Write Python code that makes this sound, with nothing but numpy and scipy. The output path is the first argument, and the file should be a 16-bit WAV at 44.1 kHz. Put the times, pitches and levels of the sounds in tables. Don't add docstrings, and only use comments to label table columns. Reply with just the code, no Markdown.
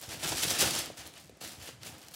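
import sys
import numpy as np
from scipy import signal
from scipy.io import wavfile
from scipy.ndimage import uniform_filter1d

SR = 44100
rng = np.random.default_rng(int(sys.argv[2]) if len(sys.argv) > 2 else 0)


def output_pcm(signal):
    pcm = np.clip(np.atleast_2d(signal).T, -1, 1) * 32767
    wavfile.write(sys.argv[1], SR, np.round(pcm).astype(np.int16))


N = 94815


# (peak time [s], level [dB], rise [s], fall [s], extra flutter [dB], tilt toward bright [dB])
CRUMPLE_SWELLS = [(.038, -43.5, 0.026, 0.018, 0.5, 0), (0.094, -43.5, 0.0043, 0.013, -2, 4),
                  (0.134, -40.5, 0.043, 0.031, 1, 0.5), (0.206, -44.5, 0.017, 0.049, 0, 1.5),
                  (0.247, -32, 0.023, 0.024, -1, 0.5), (.287, -32.5, 0.019, 0.032, -3.5, 4),
                  (.325, -33.5, .008, 0.018, 2.5, 1.5), (0.387, -34, 0.037, 0.14, -5, 3.5),
                  (0.437, -25, 0.011, 0.01, -8, 3.5), (0.484, -33.5, 0.012, 0.014, -5, 3),
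                  (0.508, -27.5, 0.013, 0.021, -2.5, 4.5), (0.546, -34.5, 0.017, 0.11, -3, 1.5),
                  (0.596, -28, 0.0093, 0.018, -4.5, 7), (0.614, -23, 0.0094, 0.015, -4, 5.5),
                  (0.623, -28, 0.0066, .028, 1.5, -2.5), (.675, -32, 0.04, 0.043, -2.5, 2.5),
                  (0.71, -32.5, 0.0041, 0.0052, -0.5, 7.5), (0.761, -32, 0.041, 0.034, -4, 1.5),
                  (.79, -32, 0.012, 0.028, -4.5, 1.5), (.86, -46.5, 0.028, .035, 4.5, -2.5),
                  (0.979, -42.5, 0.0089, 0.01, -2, 2.5), (1.0, -45, 0.016, 0.032, 1, -1),
                  (1.066, -49, 0.022, 0.026, 2, 1.5), (1.18, -53, 0.042, 0.024, 2, -2.5),
                  (1.208, -57, 0.013, 0.02, 0, 6.5), (1.415, -42, 0.0064, 0.034, -2, 1),
                  (1.448, -41, 0.015, 0.019, 1, 0), (1.481, -45.5, 0.0087, 0.038, -3, 3),
                  (1.521, -48.5, 0.0088, 0.046, 1, 1.5), (1.636, -47, 0.04, .03, -0.5, -0.5),
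                  (1.685, -44.5, 0.035, 0.016, -2.5, 0), (1.839, -52, 0.026, 0.028, 2, -3.5),
                  (1.872, -44, 0.024, 0.028, 2.5, 2.5), (1.945, -57, 0.043, 0.07, 7.5, -3.5),
                  (2.03, -57.5, 0.013, 0.025, -7, -5), (2.068, -57.5, 0.017, 0.039, 5, -1),
                  (2.118, -52.5, 0.01, 0.017, 0, 1), (2.142, -47.5, .006, 0.047, -3, 3.5)]
def crumpling(bright_fall_share=0.73):
    t, power = np.arange(N) / SR, np.zeros((3, N))
    fall_shares = np.array([[1], [bright_fall_share], [1]])
    for time, db, rise, fall, flutter_db, bright_db in CRUMPLE_SWELLS:
        swell = np.exp(-(np.minimum(t - time, 0) / rise) ** 2)
        fade = np.exp(-np.maximum(t - time, 0) / (fall * fall_shares))
        gains = amp([[db - bright_db], [db + bright_db], [db + flutter_db]])
        power += (gains * swell * fade) ** 2
    dull, bright, hollow = np.sqrt(power)
    return amp(-2) * foil_crackle(dull, bright) + amp(-8) * skin_flutter(hollow)


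# (frequency [Hz], relative level [dB])
FOIL_TONE = [(60, -22), (300, -31), (800, -9), (1300, -1.5), (2200, -3.5), (3300, -2.5), (4800, -4),
             (6200, -5.5), (7700, -5), (8600, -9), (10200, -9), (11500, -14), (15500, -15.5)]
def foil_crackle(dull, bright, creases_per_s=5500, spread_db=3, pitches=24, split_hz=5500):
    swarm = np.zeros(N)
    for hz in np.geomspace(1200, 15000, pitches):
        sizes = amp(spread_db * np.minimum(rng.exponential(1, N), 4))
        buckles = rng.random(N) < creases_per_s / pitches / SR
        crack = crease(hz, ring_s=0.0007, octaves=1.08)
        swarm += signal.oaconvolve(sizes * buckles, crack)[:N] * np.sqrt(hz)
    swarm = even_out(swarm, samples=900)
    low = signal.sosfilt(signal.butter(1, split_hz, fs=SR, output="sos"), swarm)
    return colour(low * dull + (swarm - low) * bright, FOIL_TONE)


def crease(hz, ring_s, octaves, samples=400):
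    burst = rng.standard_normal(samples) * np.exp(-np.arange(samples) / SR / ring_s)
    crack = band(burst, hz, octaves)
    return crack / np.linalg.norm(crack)


# (frequency [Hz], relative level [dB])
SKIN_TONE = [(30, -57), (90, -6.5), (170, -4), (215, -3), (270, -4), (320, 1.5), (360, -5.5), (450, -7),
             (540, -3), (610, -4), (700, -1.5), (900, -7), (1400, -21.5), (3000, -15), (12000, -42)]
def skin_flutter(loudness, flaps_per_s=1500):
    flaps = rng.standard_normal(N) * (rng.random(N) < flaps_per_s / SR)
    return colour(even_out(flaps, samples=1200) * loudness, SKIN_TONE)


# (time [s], boost [dB])
TREBLE_BOOST = [(0, 2), (.25, -0.5), (.55, -0.5), (.8, 0), (1.0, 0), (1.3, 1), (1.45, 3.5), (1.68, 3),
                (1.87, 4.5), (2.14, 6)]
def sizzle(foil, edge_hz=11000):
    top = signal.sosfiltfilt(signal.butter(3, edge_hz, "highpass", fs=SR, output="sos"), foil)
    boost_db = np.interp(np.arange(N) / SR, *np.transpose(TREBLE_BOOST))
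    return foil + top * (amp(boost_db) - 1)


# (time [s], level as if lasting one millisecond [dB], pitch [Hz])
BIG_CREASES = [(0.0142, -36.5, 11500), (0.1448, -46, 5000), (0.283, -56, 5000), (.292, -28, 4420),
               (0.379, -36, 6200), (0.4694, -34, 7650), (0.5058, -46, 4500), (0.623, -23, 4700),
               (0.7095, -31, 6800), (0.789, -27.5, 7450), (0.8593, -36, 7940), (1.0698, -44, 7400),
               (1.075, -39.5, 6760), (1.138, -45, 3970), (1.179, -46, 5000), (1.232, -64, 10900),
               (1.245, -53, 4000), (1.2745, -54, 6000), (1.2945, -49.5, 4470), (1.3025, -65, 7000),
               (1.3685, -59, 4500), (1.372, -58, 7500), (1.4753, -42, 6000), (1.833, -37.5, 2800),
               (2.016, -46.5, 4950), (2.029, -48, 9000), (2.0845, -41.5, 5440), (2.1415, -38.5, 6230)]
def snaps():
    out = np.zeros(N)
    for time, db, hz in BIG_CREASES:
        add(out, time, amp(db) * np.sqrt(SR / 1000) * crease(hz, ring_s=0.0018, octaves=0.98))
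    return out


# (time [s], level [dB], middle pitch [Hz])
PAW_STEPS = [(0.073, -42, 101), (0.167, -42, 110), (0.244, -42.5, 152), (.3, -38, 95.6), (0.332, -43, 72.5),
             (.385, -46, 96), (.463, -38.5, 133), (0.511, -46, 100), (0.626, -37, 81.5), (0.656, -36, 97),
             (0.706, -40.5, 140), (.77, -40.5, 91), (0.906, -47, 136), (0.981, -49, 83.5),
             (1.05, -50, 83.5), (1.237, -52.5, 148), (1.315, -57, 90), (1.427, -48.5, 94), (1.49, -62, 106),
             (1.574, -46.5, 82.4), (1.608, -45, 93), (1.724, -47, 130), (1.77, -55, 89), (1.806, -47, 120),
             (1.855, -58, 90), (1.885, -51, 103), (1.917, -50, 98)]
def paws(rise_s=0.0086, fall_s=0.018, sag=0.25, sag_s=0.023, scuff_db=-9):
    out, t = np.zeros(N), np.arange(SR // 5) / SR
    loudness = np.minimum(t / rise_s, 1) ** 2 * np.exp(-np.maximum(t - rise_s, 0) / fall_s)
    glide = 1 + sag * (2 * np.exp(-t / sag_s) - 1)
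    for time, db, hz in PAW_STEPS:
        thud = np.sin(2 * np.pi * np.cumsum(hz * glide) / SR)
        scuff = unit(band(rng.standard_normal(len(t)), hz=102, octaves=0.71))
        add(out, time, amp(db) * loudness * (thud + amp(scuff_db) * scuff))
    return out


# (time [s], level [dB], pitch [Hz])
BALLOON_KNOCKS = [(.143, -44.5, 396), (0.254, -35, 286), (.323, -33.5, 762), (.452, -33.5, 297),
                  (.626, -27.5, 523), (0.634, -31, 262), (.652, -33, 240), (0.9008, -40.5, 556),
                  (1.296, -47.5, 390), (1.324, -56, 290), (1.369, -52.5, 383), (1.689, -46, 480)]
# (multiple of the pitch [ratio], relative level [dB], fall [s])
KNOCK_TONES = [(0.548, -2.5, 0.0054), (.8, -7, 0.0054), (1., 3, 0.0048), (1.3, 0, 0.0044),
               (1.75, -6.5, 0.005)]
def bumps(rise_s=0.00067):
    out, t = np.zeros(N), np.arange(SR // 10) / SR
    for time, db, hz in BALLOON_KNOCKS:
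        knock = np.zeros(len(t))
        for ratio, tone_db, fall in KNOCK_TONES:
            tone = np.sin(2 * np.pi * (hz * ratio * t + rng.random()))
            knock += amp(tone_db) * np.exp(-t / fall) * tone
        add(out, time, amp(db) * np.minimum(t / rise_s, 1) * knock)
    return out


# (start [s], end [s], typical tick level [dB])
CHEW_SPELLS = [(0, 0.199, -48.5), (0.898, 1.31, -57), (1.381, 1.407, -72), (1.98, 2.15, -53.5)]
def chewing(ticks_per_s=130, tick_hz=6500, spread_db=3):
    out = np.zeros(N)
    for start, end, db in CHEW_SPELLS:
        count = round((end - start) * ticks_per_s)
        for place, size, pitch in rng.uniform(-1, 1, (count, 3)):
            time = start + (end - start) * (place + 1) / 2
            tick = crease(tick_hz * 2 ** (pitch / 2), ring_s=0.00092, octaves=0.85)
            add(out, time, amp(db + spread_db * size) * np.sqrt(SR / 1000) * tick)
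    return out


# (frequency [Hz], time to fade by 60 dB [s])
ECHO_TIMES = [(100, 0.71), (500, 0.36), (2000, 0.35), (6000, 0.31), (15000, 0.25)]
def room_echo(sound, gap_s=0.0035, turn_s=0.003, paths=8, echoes_per_s=5000):
    out, turn, length = np.zeros(N), np.arange(N) / SR / turn_s, SR // 2
    for path in range(paths):
        echoes = rng.standard_normal(length) * (rng.random(length) < echoes_per_s / SR)
        echoes *= np.arange(length) > gap_s * SR
        hz, t, spectrum = signal.stft(echoes, SR, nperseg=256)
        fade = amp(-60 * t / look_up(ECHO_TIMES, hz)[:, None])
        tail = signal.istft(spectrum * fade, SR, nperseg=256)[1]
        share = np.sin(np.pi / 2 * np.minimum((turn - path) % paths, 2))
        out += signal.fftconvolve(sound * share, tail / np.linalg.norm(tail))[:N]
    return out


# (frequency [Hz], relative level [dB])
BACKGROUND_TONE = [(25, -60), (40, -36), (65, -7.5), (100, -11.5), (200, -15), (400, -20), (700, -19.5),
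                   (1200, -27), (2000, -25), (3000, -28.5), (8000, -31), (16000, -52)]
def background(level_db=-60.5):
    return amp(level_db) * colour(rng.standard_normal(N), BACKGROUND_TONE)


def amp(db):
    return 10 ** (np.asarray(db) / 20)


def unit(x):
    return x / np.sqrt(np.mean(x ** 2) + 1e-20)


def even_out(x, samples):
    return x / np.sqrt(abs(uniform_filter1d(x ** 2, size=samples)) + 1e-9)


def look_up(table, hz):
    frequencies, values = np.transpose(table)
    return np.interp(np.log(hz + 1), np.log(frequencies + 1), values)


def add(mix, time, sound):
    part = mix[max(round(time * SR), 0):][:len(sound)]
    part += sound[:len(part)]


def colour(x, tone, size=4096):
    log_gain = np.log(amp(look_up(tone, abs(np.fft.fftfreq(size, 1 / SR)))))
    response = np.exp(np.conj(signal.hilbert(log_gain)))
    taps = np.fft.ifft(response).real[:size // 2]
    return signal.fftconvolve(x, taps / np.linalg.norm(taps))[:len(x)]


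def band(x, hz, octaves):
    edges = np.clip([hz / 2 ** octaves, hz * 2 ** octaves], [10, 20], [SR * .4, SR * .48])
    return signal.sosfilt(signal.butter(1, edges, "bandpass", fs=SR, output="sos"), x)


def scene():
    foil, cracks, thuds = sizzle(crumpling()), snaps(), paws() + bumps()
    echo = room_echo(foil + amp(-7.5) * cracks + amp(-12.5) * thuds)
    return (foil + cracks + thuds + amp(-3.5) * echo + background() + chewing())[None]


def record(dry, bass_cut_hz=58, treble_cut_hz=15850):
    thin = signal.sosfilt(signal.butter(4, bass_cut_hz, "highpass", fs=SR, output="sos"), dry)
    treble_cut = signal.firwin(511, treble_cut_hz, window=("kaiser", 9), fs=SR)
    return signal.oaconvolve(thin, treble_cut[None], "same")


dry = scene()
out = record(dry)
output_pcm(out)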